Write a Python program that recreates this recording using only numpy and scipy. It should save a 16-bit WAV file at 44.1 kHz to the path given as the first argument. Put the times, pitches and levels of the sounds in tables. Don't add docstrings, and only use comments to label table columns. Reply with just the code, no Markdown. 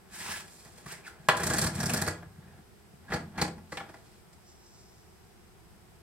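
import sys
import numpy as np
from scipy import signal
from scipy.fft import rfft, irfft, next_fast_len
from scipy.io import wavfile

SR = 44100
rng = np.random.default_rng(int(sys.argv[2]) if len(sys.argv) > 2 else 0)


def master(y):
    cut = np.clip(np.atleast_2d(y).T, -1, 1)
    pcm = np.round(cut * 32767)
    wavfile.write(sys.argv[1], SR, pcm.astype(np.int16))


N = 265460
FFT_SIZE = next_fast_len(N + SR)
HZ = np.maximum(np.arange(FFT_SIZE // 2 + 1) * SR / FFT_SIZE, 1)
BODY_GRID = 2 ** 15

# start in seconds, force on the jaws in dB, steel crack against it in dB,
# jolt into the bench in relative dB.
KNOCKS = [(0.6477, -54.5, -12, -51), (0.7763, -56, 4, -61), (0.858, -49.5, 1, -60), (0.9184, -50, 9, -69),
          (1.3666, -37.5, 3.5, -43), (1.3976, -38, 0, -31.5), (1.4326, -33.5, 3, -36),
          (1.4654, -36.5, 8.5, -28.5), (1.499, -29.5, -1.5, -31), (1.5342, -30, 2, -27),
          (1.564, -40, 7, -33), (1.5823, -32.5, 5, -29), (1.614, -36.5, 10, -32), (1.6391, -35.5, 5.5, -45),
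          (1.6631, -32.5, 2.5, -27), (1.75, -56, 17, -32), (1.799, -36, 1, -29.5),
          (1.8283, -33.5, 0.5, -23.5), (1.857, -43, 13, -26.5), (1.894, -36.5, 5.5, -29),
          (1.9344, -34, 8, -32), (1.9698, -39.5, 7, -31), (2.0145, -32.5, 3.5, -26.5),
          (2.064, -35.5, -1.5, -32), (2.0755, -31, -0.5, -28), (2.2214, -48, -20, -51),
          (3.1193, -29.5, -19, -41), (3.1359, -35, -2, -23), (3.158, -41.5, -5, -43),
          (3.4137, -29, 3.5, -22), (3.4496, -44, -15, -32.5), (3.4754, -45.5, -2, -41),
          (3.578, -58, -2, -47), (3.7193, -40, -4.5, -41), (3.801, -40, -33, -43), (3.8883, -50.5, -5, -54),
          (3.9378, -50.5, -6, -59), (4.328, -69, 14.5, -60)]
SNAPS = [(1.2858, -18, -8, -35), (3.7713, -37.5, -2.5, -52)]
SHOVES = [(3.08, -51, -14, -47), (3.1, -44, -8, -25), (3.35, -56, -8, -44), (3.375, -34.5, -8, -22)]
# start in seconds, bench top in relative dB,
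# sway against it in dB.
THUDS = [(0.858, -39.5, -27), (1.197, -45, -27), (2.2587, -41.5, -3), (2.3819, -39, -30), (2.9301, -45, -8),
         (3.415, -37, -23), (3.7215, -42.5, -17), (5.6585, -53.5, 3)]
KNOCK_RISE_S, KNOCK_T60_S, KNOCK_SHARES_DB = 0.004, 0.049, (-11.5, -1.5, -7)
SNAP_RISE_S, SNAP_T60_S, SNAP_SHARES_DB = 0.0012, 0.072, (-2.5, -7, -23)
SHOVE_RISE_S, SHOVE_T60_S, SHOVE_SHARES_DB = 0.008, 0.146, (-10, -3.5, -4)
THUD_RISE_S, THUD_T60_S = 0.0036, 0.087
HOLD_IN_RISES = 2.5
PLATES_FOLLOW_STEEL = 0.32

# time in seconds, pressure on the jaws in relative
# dB, steel grind against it in dB, rumble into the bench in relative dB.
RUBS = [
    [(0.0, -72, -29, -63), (0.162, -58.5, 19, -58), (0.296, -51, -6, -50.5), (0.42, -62.5, 1.5, -60),
     (0.55, -63.5, 15, -69), (0.69, -61.5, 6, -60), (0.858, -62.5, 5, -60.5), (1.124, -57.5, -18, -68),
     (1.27, -66, 2, -61)],
    [(1.3, -53, -8, -44), (1.338, -34.5, -18, -40), (1.458, -38.5, 0, -33.5), (1.52, -38, -3, -35.5),
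     (1.64, -40, 1, -36), (1.73, -47.5, -3, -39.5), (1.806, -43.5, 2, -38), (1.97, -37.5, -4, -32),
     (2.11, -46.5, -6, -47), (2.25, -71, -9, -60), (2.6, -61.5, -16, -56.5)],
    [(3.0, -74, -13, -65), (3.172, -48, -8, -45.5), (3.304, -72, -8, -55), (3.364, -52, -22, -48.5),
     (3.464, -50, -17, -47.5), (3.55, -80, -28, -52), (3.742, -63, 17.5, -66), (3.858, -56.5, -9, -57),
     (3.962, -71.5, 9, -72), (4.2, -73, 11, -72)],
]
RUB_SHARES_DB = (-4, -0.5, -3)

# frequency in Hz, relative density in dB per Hz.
STEEL_COLOUR = [(2350, -33.5), (4000, -2.5), (4360, 1), (6550, -1), (7480, 3), (9280, 2.5), (10500, -3),
                (12100, -2.5), (16000, -17.5)]
PLATE_COLOUR = [(1500, -55), (2200, 4), (2600, 0), (3600, 0), (4600, -4.5), (5500, -15), (8000, -21.5)]
JAW_COLOUR = [(500, -30.5), (900, -2), (1100, 2), (1900, -1.5), (2300, -5.5), (3500, -34)]
ARM_COLOUR = [(200, -29), (320, 3), (560, -6.5), (700, 0), (900, -4.5), (1200, -28.5), (2000, -31.5)]
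TOP_COLOUR = [(60, -33.5), (120, -6), (170, -1), (250, -2.5), (330, -23), (600, -39.5)]
SWAY_COLOUR = [(20, -33), (45, -17.5), (85, 2.5), (115, -10), (170, -43)]
# frequency in Hz, width in Hz, power in dB against the broad colour.
STEEL_MODES = [(4340, 110, -5.5), (5580, 100, 2), (7470, 200, 1), (8430, 100, 3.5), (9000, 74, 5),
               (11950, 200, -4)]
PLATE_MODES = [(2485, 98, 5.8), (2740, 23, 2.7), (3240, 68, 5.1), (3390, 50, 3.2), (3400, 38, 1.9),
               (4160, 91, 2.1), (4890, 100, 2.8)]
JAW_MODES = [(1030, 24, 3.9), (1126, 15, 5.5), (1414, 54, 5.1), (1664, 107, 10.2), (1840, 60, 3.8),
             (1958, 78, 5.9)]
ARM_MODES = [(375, 105, 2.9), (473, 41, 8.5), (632, 51, 9.5), (744, 11, 1.3), (817, 29, 7.6),
             (878, 27, 5.9)]
TOP_MODES = [(149.2, 18.3, 12.3), (169.4, 14, 9.3), (218, 50, 5.9), (219, 25, 2.6)]
SWAY_MODES = [(73.4, 20, 2.8), (91.6, 12, 22)]
TURNED_S = 2.75
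TURNED_COLOUR = [(60, 0), (100, -4), (150, -3.5), (220, 6.5), (290, 4.5), (400, -2), (850, 2), (1450, -0.5),
                 (1670, -3.5), (1900, 0), (2300, 1.5), (4500, 1), (7000, -3), (12000, -5)]

# start in seconds, level in dB, chatter decay t60 in seconds.
LATCH_BLOW = (1.287, -22, 0.02)
TICK_BLOW = (3.772, -33.5, 0.034)
CHINK_BLOW = (1.068, -42, 0.04)
# frequency in Hz, relative level in dB, decay t60 in seconds.
LATCH_MODES = [(162, -11, 0.33), (476, -22, 0.119), (657, -5, 0.18), (736, -8, 0.18), (816, -8.5, 0.17),
               (887, -20, 0.093), (1008, 0, 0.11), (1068, -2, 0.09), (1087, -10.5, 0.091), (1410, -5, .08),
               (1586, -5, .07), (1740, -7, 0.072), (1990, 2.5, 0.052), (2573, -16, .07), (2790, -5, 0.04),
               (3050, -13, .05), (3510, -8.5, 0.054), (3990, -15, 0.035)]
TICK_MODES = [(787, -5.5, 0.15), (974, -7.5, 0.08), (1740, -2, 0.15), (1800, -3, 0.1), (2166, -3, 0.05),
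              (2955, -7, 0.08), (3400, -11, 0.022), (3700, -8, 0.028), (4770, -17, .04)]
CHINK_MODES = [(1430, -4, 0.1), (1490, -6, 0.08), (4730, -6, .05)]
CHATTER_DB = -9

# start in seconds, rms of the first 10 ms in dB,
# pitch in Hz.
PINGS = [(1.288, -29, 3000), (1.296, -34.5, 4200), (1.367, -42, 7500), (1.434, -35, 7600),
         (1.466, -38, 11500), (1.469, -32, 7450), (1.499, -35, 7500), (1.536, -32, 7300),
         (1.565, -43, 7500), (1.583, -36, 4430), (1.583, -29, 9300), (1.585, -38, 12000),
         (1.615, -41, 4330), (1.617, -35, 8000), (1.64, -34, 9400), (1.664, -40, 8800), (1.668, -39, 4550),
         (1.804, -36, 5660), (1.858, -35.5, 5460), (1.858, -43, 8800), (1.895, -35.5, 2600),
         (1.935, -39, 9500), (1.935, -33, 12100), (1.937, -37, 5350), (1.967, -39, 4600),
         (2.015, -37, 9000), (2.015, -40, 12200), (2.065, -41, 4600), (2.078, -39, 4550),
         (3.121, -31, 1700), (3.135, -37.5, 4570), (3.136, -45, 8140), (3.378, -49, 4400),
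         (3.386, -37, 2050), (3.414, -29.5, 4470), (3.418, -36, 8300), (3.422, -35, 2300),
         (3.7205, -44, 1700), (3.721, -43, 550), (3.771, -41.5, 3400), (3.772, -47, 2370),
         (3.801, -54, 3370)]
PING_WIDTH, PING_TOUCHES_PER_S = 0.11, 1300
PING_HOLD_S, PING_T60_S = 0.006, 0.043
PING_FIRST, PING_OWN = 1.2, 0.57

# start in seconds, length in seconds, level in dB.
SQUEALS = [(1.265, .025, -55), (3.078, 0.025, -48), (3.346, .05, -47.5)]
SQUEAL_HZ, SQUEAL_FLUTTER_HZ = 1660, 40

# time in seconds, level in dB, squeak in Hz,
# squeak against the hiss in dB.
ROD_SLIDES = [
    [(0.05, -79, 1700, -6), (0.094, -70, 1750, 3), (0.136, -47.5, 1720, -2), (0.18, -44.5, 1620, -10),
     (0.235, -39.5, 1700, -15), (0.262, -37, 981, -5), (0.305, -39, 1024, -3), (0.32, -34, 2043, -5),
     (0.335, -37.5, 1667, -4.5), (0.406, -45, 1424, -7.5), (0.476, -74, 1435, -8)],
    [(0.84, -71, 1100, -4), (0.876, -47, 1185, 2), (0.895, -44, 1390, -12), (0.915, -41, 1610, -4.5),
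     (0.938, -46.5, 2004, 4), (0.97, -54.5, 1965, -3), (1.02, -65, 1810, -4)],
    [(1.03, -68, 2350, 1), (1.058, -52, 2400, 9), (1.068, -48, 1635, 4.5), (1.08, -50, 1450, 7),
     (1.12, -65, 1470, 4), (1.17, -71, 1500, 3.5)],
]
# frequency in Hz, relative density in dB per Hz.
ROD_COLOUR = [(350, -31), (600, -11), (717, -15), (845, -7.5), (1130, -11.5), (1670, -3), (4550, -10.5),
              (5140, -11.5), (6670, -10.5), (8420, -6.5), (15800, -20.5)]
# frequency in Hz, width in Hz, power in dB against the broad colour.
ROD_MODES = [(860, 35, 2.8), (1027, 43, 5.5), (1300, 35, 2.9), (1703, 40, 1), (2540, 31, 2),
             (2695, 36, 2.6), (4950, 140, 4.3), (5270, 150, 5.8), (8000, 94, 3.1)]

# time in seconds, level in dB.
FELT = [(4.38, -80), (4.5, -59), (4.57, -68), (4.65, -60.5), (4.71, -65), (4.77, -59), (4.86, -65),
        (5.09, -71), (5.35, -76.5), (5.5, -82)]
# frequency in Hz, relative density in dB per Hz.
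FELT_COLOUR = [(2500, -40), (3800, -12.5), (4600, -10), (5400, 0), (6400, -10), (7600, -1.5), (8600, -17),
               (10000, -29)]

# frequency in Hz, gain in dB.
LEFT_COLOUR = [(100, 1.5), (6000, -1), (9000, -1.5), (13000, -9)]
LEFT_LAG_S = 0.000055
# frequency in Hz, t60 in seconds.
ROOM = [(60, 0.46), (500, 0.42), (2000, 0.27), (8000, 0.22), (15000, 0.087)]

# frequency in Hz, relative density in dB per Hz.
AIR_COLOUR = [(15, -54), (25, -12.5), (74, -3.5), (170, -8), (200, -6.5), (277, -20), (354, -8),
              (575, -21.5), (714, -15.5), (1190, -21.5), (1330, -21), (2990, -28), (5000, -32.5),
              (11600, -34.5), (16000, -39)]
# frequency in Hz, width in Hz, power in dB against the broad colour.
AIR_PEAKS = [(5070, 640, 3), (8220, 630, 5.5), (12500, 880, 0)]
# frequency in Hz, correlation (negative is taken as 0).
AIR_ALIKE = [(60, 0.14), (180, 0.4), (550, 0.27), (1650, 0.18), (4970, -0.16), (15000, -0.01)]
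AIR_RMS_DB = -56.5
# multiple of WHINE_HZ, rms in dB.
WHINE = [(3, -91), (5, -86), (6, -89), (7, -85), (8, -87), (9, -92)]
WHINE_HZ = 1608.5
CUTOFF_HZ = 15850


def jig():
    rub = rub_force() * amp(2.0 * drift(30.5) - 2.5)
    knocks = knock_force()
    steel, plates, jaws, arm = np.hypot(rub, knocks)[:4]
    top, sway = rub[4:] * rng.standard_normal((2, N)) + bench_jolts(knocks[4:])
    sound = through(steel * scattered(9000, 5.4, alike=0.59), body(STEEL_COLOUR, STEEL_MODES))
    sound = sound + through(plates * scattered(3500, 4.7, alike=0.63), body(PLATE_COLOUR, PLATE_MODES))
    sound = sound + through(jaws * scattered(6000, 3.0, alike=0.92), body(JAW_COLOUR, JAW_MODES))
    sound = sound + through(arm * grit(6000, 2.55), body(ARM_COLOUR, ARM_MODES))
    sound = sound + through(top, body(TOP_COLOUR, TOP_MODES))
    sound = sound + through(sway, body(SWAY_COLOUR, SWAY_MODES))
    turned = np.arange(N) > TURNED_S * SR
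    sound = sound * ~turned + through(sound * turned, amp(at_hz(TURNED_COLOUR)))
    return sound + blow(LATCH_BLOW, LATCH_MODES) + blow(TICK_BLOW, TICK_MODES) + blow(CHINK_BLOW, CHINK_MODES)


def bench_jolts(force):
    change = np.diff(force, prepend=0) * amp([[33], [30]])
    soft = np.exp(-2 * np.pi * 140 / SR)
    return signal.lfilter([1 - soft], [1, -soft], change)


def rub_force():
    force, t = 0, np.arange(N) / SR
    for rows in RUBS:
        s, *columns = np.transpose(rows)
        levels_db = [np.interp(t, s, column) for column in columns]
        moving = (t >= s[0]) * (t <= s[-1])
        force = force + on_parts(*levels_db, RUB_SHARES_DB) * moving
    return force


def knock_force():
    kinds = [(KNOCKS, KNOCK_RISE_S, KNOCK_T60_S, KNOCK_SHARES_DB),
             (SNAPS, SNAP_RISE_S, SNAP_T60_S, SNAP_SHARES_DB),
             (SHOVES, SHOVE_RISE_S, SHOVE_T60_S, SHOVE_SHARES_DB)]
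    force = 0
    for rows, rise_s, t60_s, shares_db in kinds:
        events = [(s, on_parts(*levels_db, shares_db)) for s, *levels_db in rows]
        force = force + contacts(events, rise_s, t60_s)
    thuds = [(s, np.append(np.zeros(4), amp([db, db + sway_db]))) for s, db, sway_db in THUDS]
    return force + contacts(thuds, THUD_RISE_S, THUD_T60_S)


def on_parts(jaws_db, steel_db, bench_db, shares_db):
    plates_db, arm_db, sway_db = shares_db
    return amp([jaws_db + steel_db,
                jaws_db + plates_db + PLATES_FOLLOW_STEEL * steel_db,
                jaws_db,
                jaws_db + arm_db,
                bench_db,
                bench_db + sway_db])


def contacts(events, rise_s, t60_s):
    force, t = np.zeros((6, N + SR)), np.arange(SR // 3) / SR
    part_rise_s = rise_s * np.array([[.4], [.6], [.9], [1.1], [1.05], [1.05]])
    part_t60_s = t60_s * np.array([[.9], [1.05], [1.1], [1.15], [.6], [.8]])
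    decay = amp(-60 * np.maximum(t - HOLD_IN_RISES * rise_s, 0) / part_t60_s)
    shape = np.minimum(t / part_rise_s, 1) * decay
    for s, levels in events:
        start = round(s * SR)
        force[:, start:start + len(t)] += levels[:, None] * shape
    return force[:, :N]


def blow(at, modes):
    s, level_db, chatter_t60_s = at
    t = np.arange(SR // 2) / SR
    ring = sum(amp(db - 60 * t / t60) * np.sin(2 * np.pi * hz * t) for hz, db, t60 in modes)
    touches = rng.choice([-1, 1], len(t)) * (rng.random(len(t)) < 1500 / SR)
    touches = touches * amp(CHATTER_DB - 60 * t / chatter_t60_s)
    touches[0] = 1
    touches /= np.sqrt(np.sum(touches ** 2))
    out, start = np.zeros(N + SR), round(s * SR)
    out[start:start + 2 * len(t) - 1] = amp(level_db) * signal.fftconvolve(touches, ring)
    return out[:N]


def pings():
    out, t = np.zeros((2, N + SR)), np.arange(SR // 8) / SR
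    size = (len(PINGS), 3, len(t))
    chatter = rng.standard_normal(size) * (rng.random(size) < PING_TOUCHES_PER_S / SR)
    chatter[:, 0, 0] = PING_FIRST
    decay = amp(-60 * np.maximum(t - PING_HOLD_S, 0) / PING_T60_S)
    chatter = (chatter[:, :1] + PING_OWN * chatter[:, 1:]) * decay
    for (s, db, hz), touches in zip(PINGS, chatter):
        r = np.exp(-np.pi * PING_WIDTH * hz / SR)
        rung = signal.lfilter([1, 0, -1], [1, -2 * r * np.cos(2 * np.pi * hz / SR), r * r], touches)
        start = round(s * SR)
        first_rms = np.sqrt(np.mean(rung[:, :SR // 100] ** 2))
        out[:, start:start + len(t)] += amp(db) * rung / first_rms
    return out[:, :N]


def squeal():
    t = np.arange(N) / SR
    swell = sum(amp(db) * np.sin(np.pi * np.clip((t - s) / length_s, 0, 1)) for s, length_s, db in SQUEALS)
    return swell * (1 + .4 * drift(SQUEAL_FLUTTER_HZ)) * np.sin(2 * np.pi * SQUEAL_HZ * t)


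def rod():
    hiss, squeak, t = np.zeros(N), np.zeros(N), np.arange(N) / SR
    for rows in ROD_SLIDES:
        s, _, hz, squeak_db = np.transpose(rows)
        level = gains(rows)[0]
        phase = 2 * np.pi * np.cumsum(np.interp(t, s, hz)) / SR
        hiss += level
        squeak += level * amp(np.interp(t, s, squeak_db)) * np.sin(phase)
    rough = drift(140)
    catches = hiss * amp(1.85 * drift(27)) * scattered(7000, 2.5, alike=0.61)
    return through(catches, body(ROD_COLOUR, ROD_MODES)) + squeak * rough


def felt_tip():
    catches = gains(FELT)[0] * amp(1.5 * drift(30)) * grit(8000, 3.2)
    return through(catches, body(FELT_COLOUR))


def workshop(x):
    delays_s = rng.uniform(.008, .032, (2, 10, 1))
    loop = amp(-60 * delays_s / at_hz(ROOM)) * np.exp(-2j * np.pi * HZ * delays_s)
    signs = (-1) ** np.arange(10)[:, None]
    left, right = (signs * loop / (1 - loop)).sum(axis=1)
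    shared = np.clip(350 / HZ, 0, 1)
    return through(x, np.array([left, shared * left + np.sqrt(1 - shared ** 2) * right]))


def air():
    alike = np.clip(at_hz(AIR_ALIKE), 0, 1)
    mid, side = rfft(rng.standard_normal((2, FFT_SIZE)))
    both = np.sqrt(1 + alike) * mid + np.sqrt(1 - alike) * side * [[1], [-1]]
    noise = rms_one(irfft(both * body(AIR_COLOUR, AIR_PEAKS), FFT_SIZE)[:, :N])
    whine, t = np.zeros(N), np.arange(N) / SR
    for multiple, db in WHINE:
        cycles = multiple * WHINE_HZ * t + rng.random()
        whine += amp(db) * np.sqrt(2) * np.sin(2 * np.pi * cycles)
    return amp(AIR_RMS_DB) * noise + whine


def amp(db):
    return 10 ** (np.asarray(db) / 20)


def rms_one(x):
    return x / np.sqrt(np.mean(x ** 2))


def at_hz(points, hz=HZ):
    points_hz, values = np.array(points).T
    return np.interp(np.log(hz), np.log(points_hz), values)


def gains(rows):
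    s, *columns = np.transpose(rows)
    t = np.arange(N) / SR
    return np.array([amp(np.interp(t, s, column, -120, -120)) for column in columns])


def drift(rate_hz):
    r = np.exp(-2 * np.pi * rate_hz / SR)
    wander = signal.lfilter([1], [1, -2 * r, r * r], rng.standard_normal(N + SR))
    return rms_one(wander[SR:])


def through(x, response):
    return irfft(rfft(x, FFT_SIZE) * response, FFT_SIZE)[..., :N]


def body(colour, modes=()):
    grid_hz = np.maximum(np.arange(BODY_GRID // 2 + 1) * SR / BODY_GRID, 1)
    power = 1 + sum(amp(2 * db) / (1 + (2 * (grid_hz - hz) / width) ** 2) for hz, width, db in modes)
    magnitude = amp(np.maximum(at_hz(colour, grid_hz), -70)) * np.sqrt(power)
    cepstrum = irfft(np.log(magnitude))
    cepstrum[1:BODY_GRID // 2] *= 2
    cepstrum[BODY_GRID // 2 + 1:] = 0
    impulse = irfft(np.exp(rfft(cepstrum)))
    return rfft(impulse, FFT_SIZE) / np.sqrt(np.mean(magnitude ** 2))


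def grit(per_s, spread_db):
    at = np.flatnonzero(rng.random(N) < per_s / SR)
    sizes_db = spread_db * np.minimum(rng.exponential(1, len(at)), 4)
    out = np.zeros(N)
    out[at] = amp(sizes_db) * rng.choice([-1, 1], len(at))
    return rms_one(out)


def scattered(per_s, spread_db, alike):
    shared = grit(per_s, spread_db)
    own = np.array([grit(per_s, spread_db), grit(per_s, spread_db)])
    return np.sqrt(alike) * shared + np.sqrt(1 - alike) * own


def scene():
    near = jig() + pings() + rod() + felt_tip() + squeal()
    left = amp(at_hz(LEFT_COLOUR)) * np.exp(-2j * np.pi * HZ * LEFT_LAG_S)
    sides = np.array([left, np.ones(len(HZ))])
    return amp(-1.0) * through(near, sides) + amp(-15.5) * workshop(near) + air()


def record(dry):
    return signal.sosfilt(signal.ellip(12, .3, 60, CUTOFF_HZ, fs=SR, output="sos"), dry)


dry = scene()
out = record(dry)
master(out)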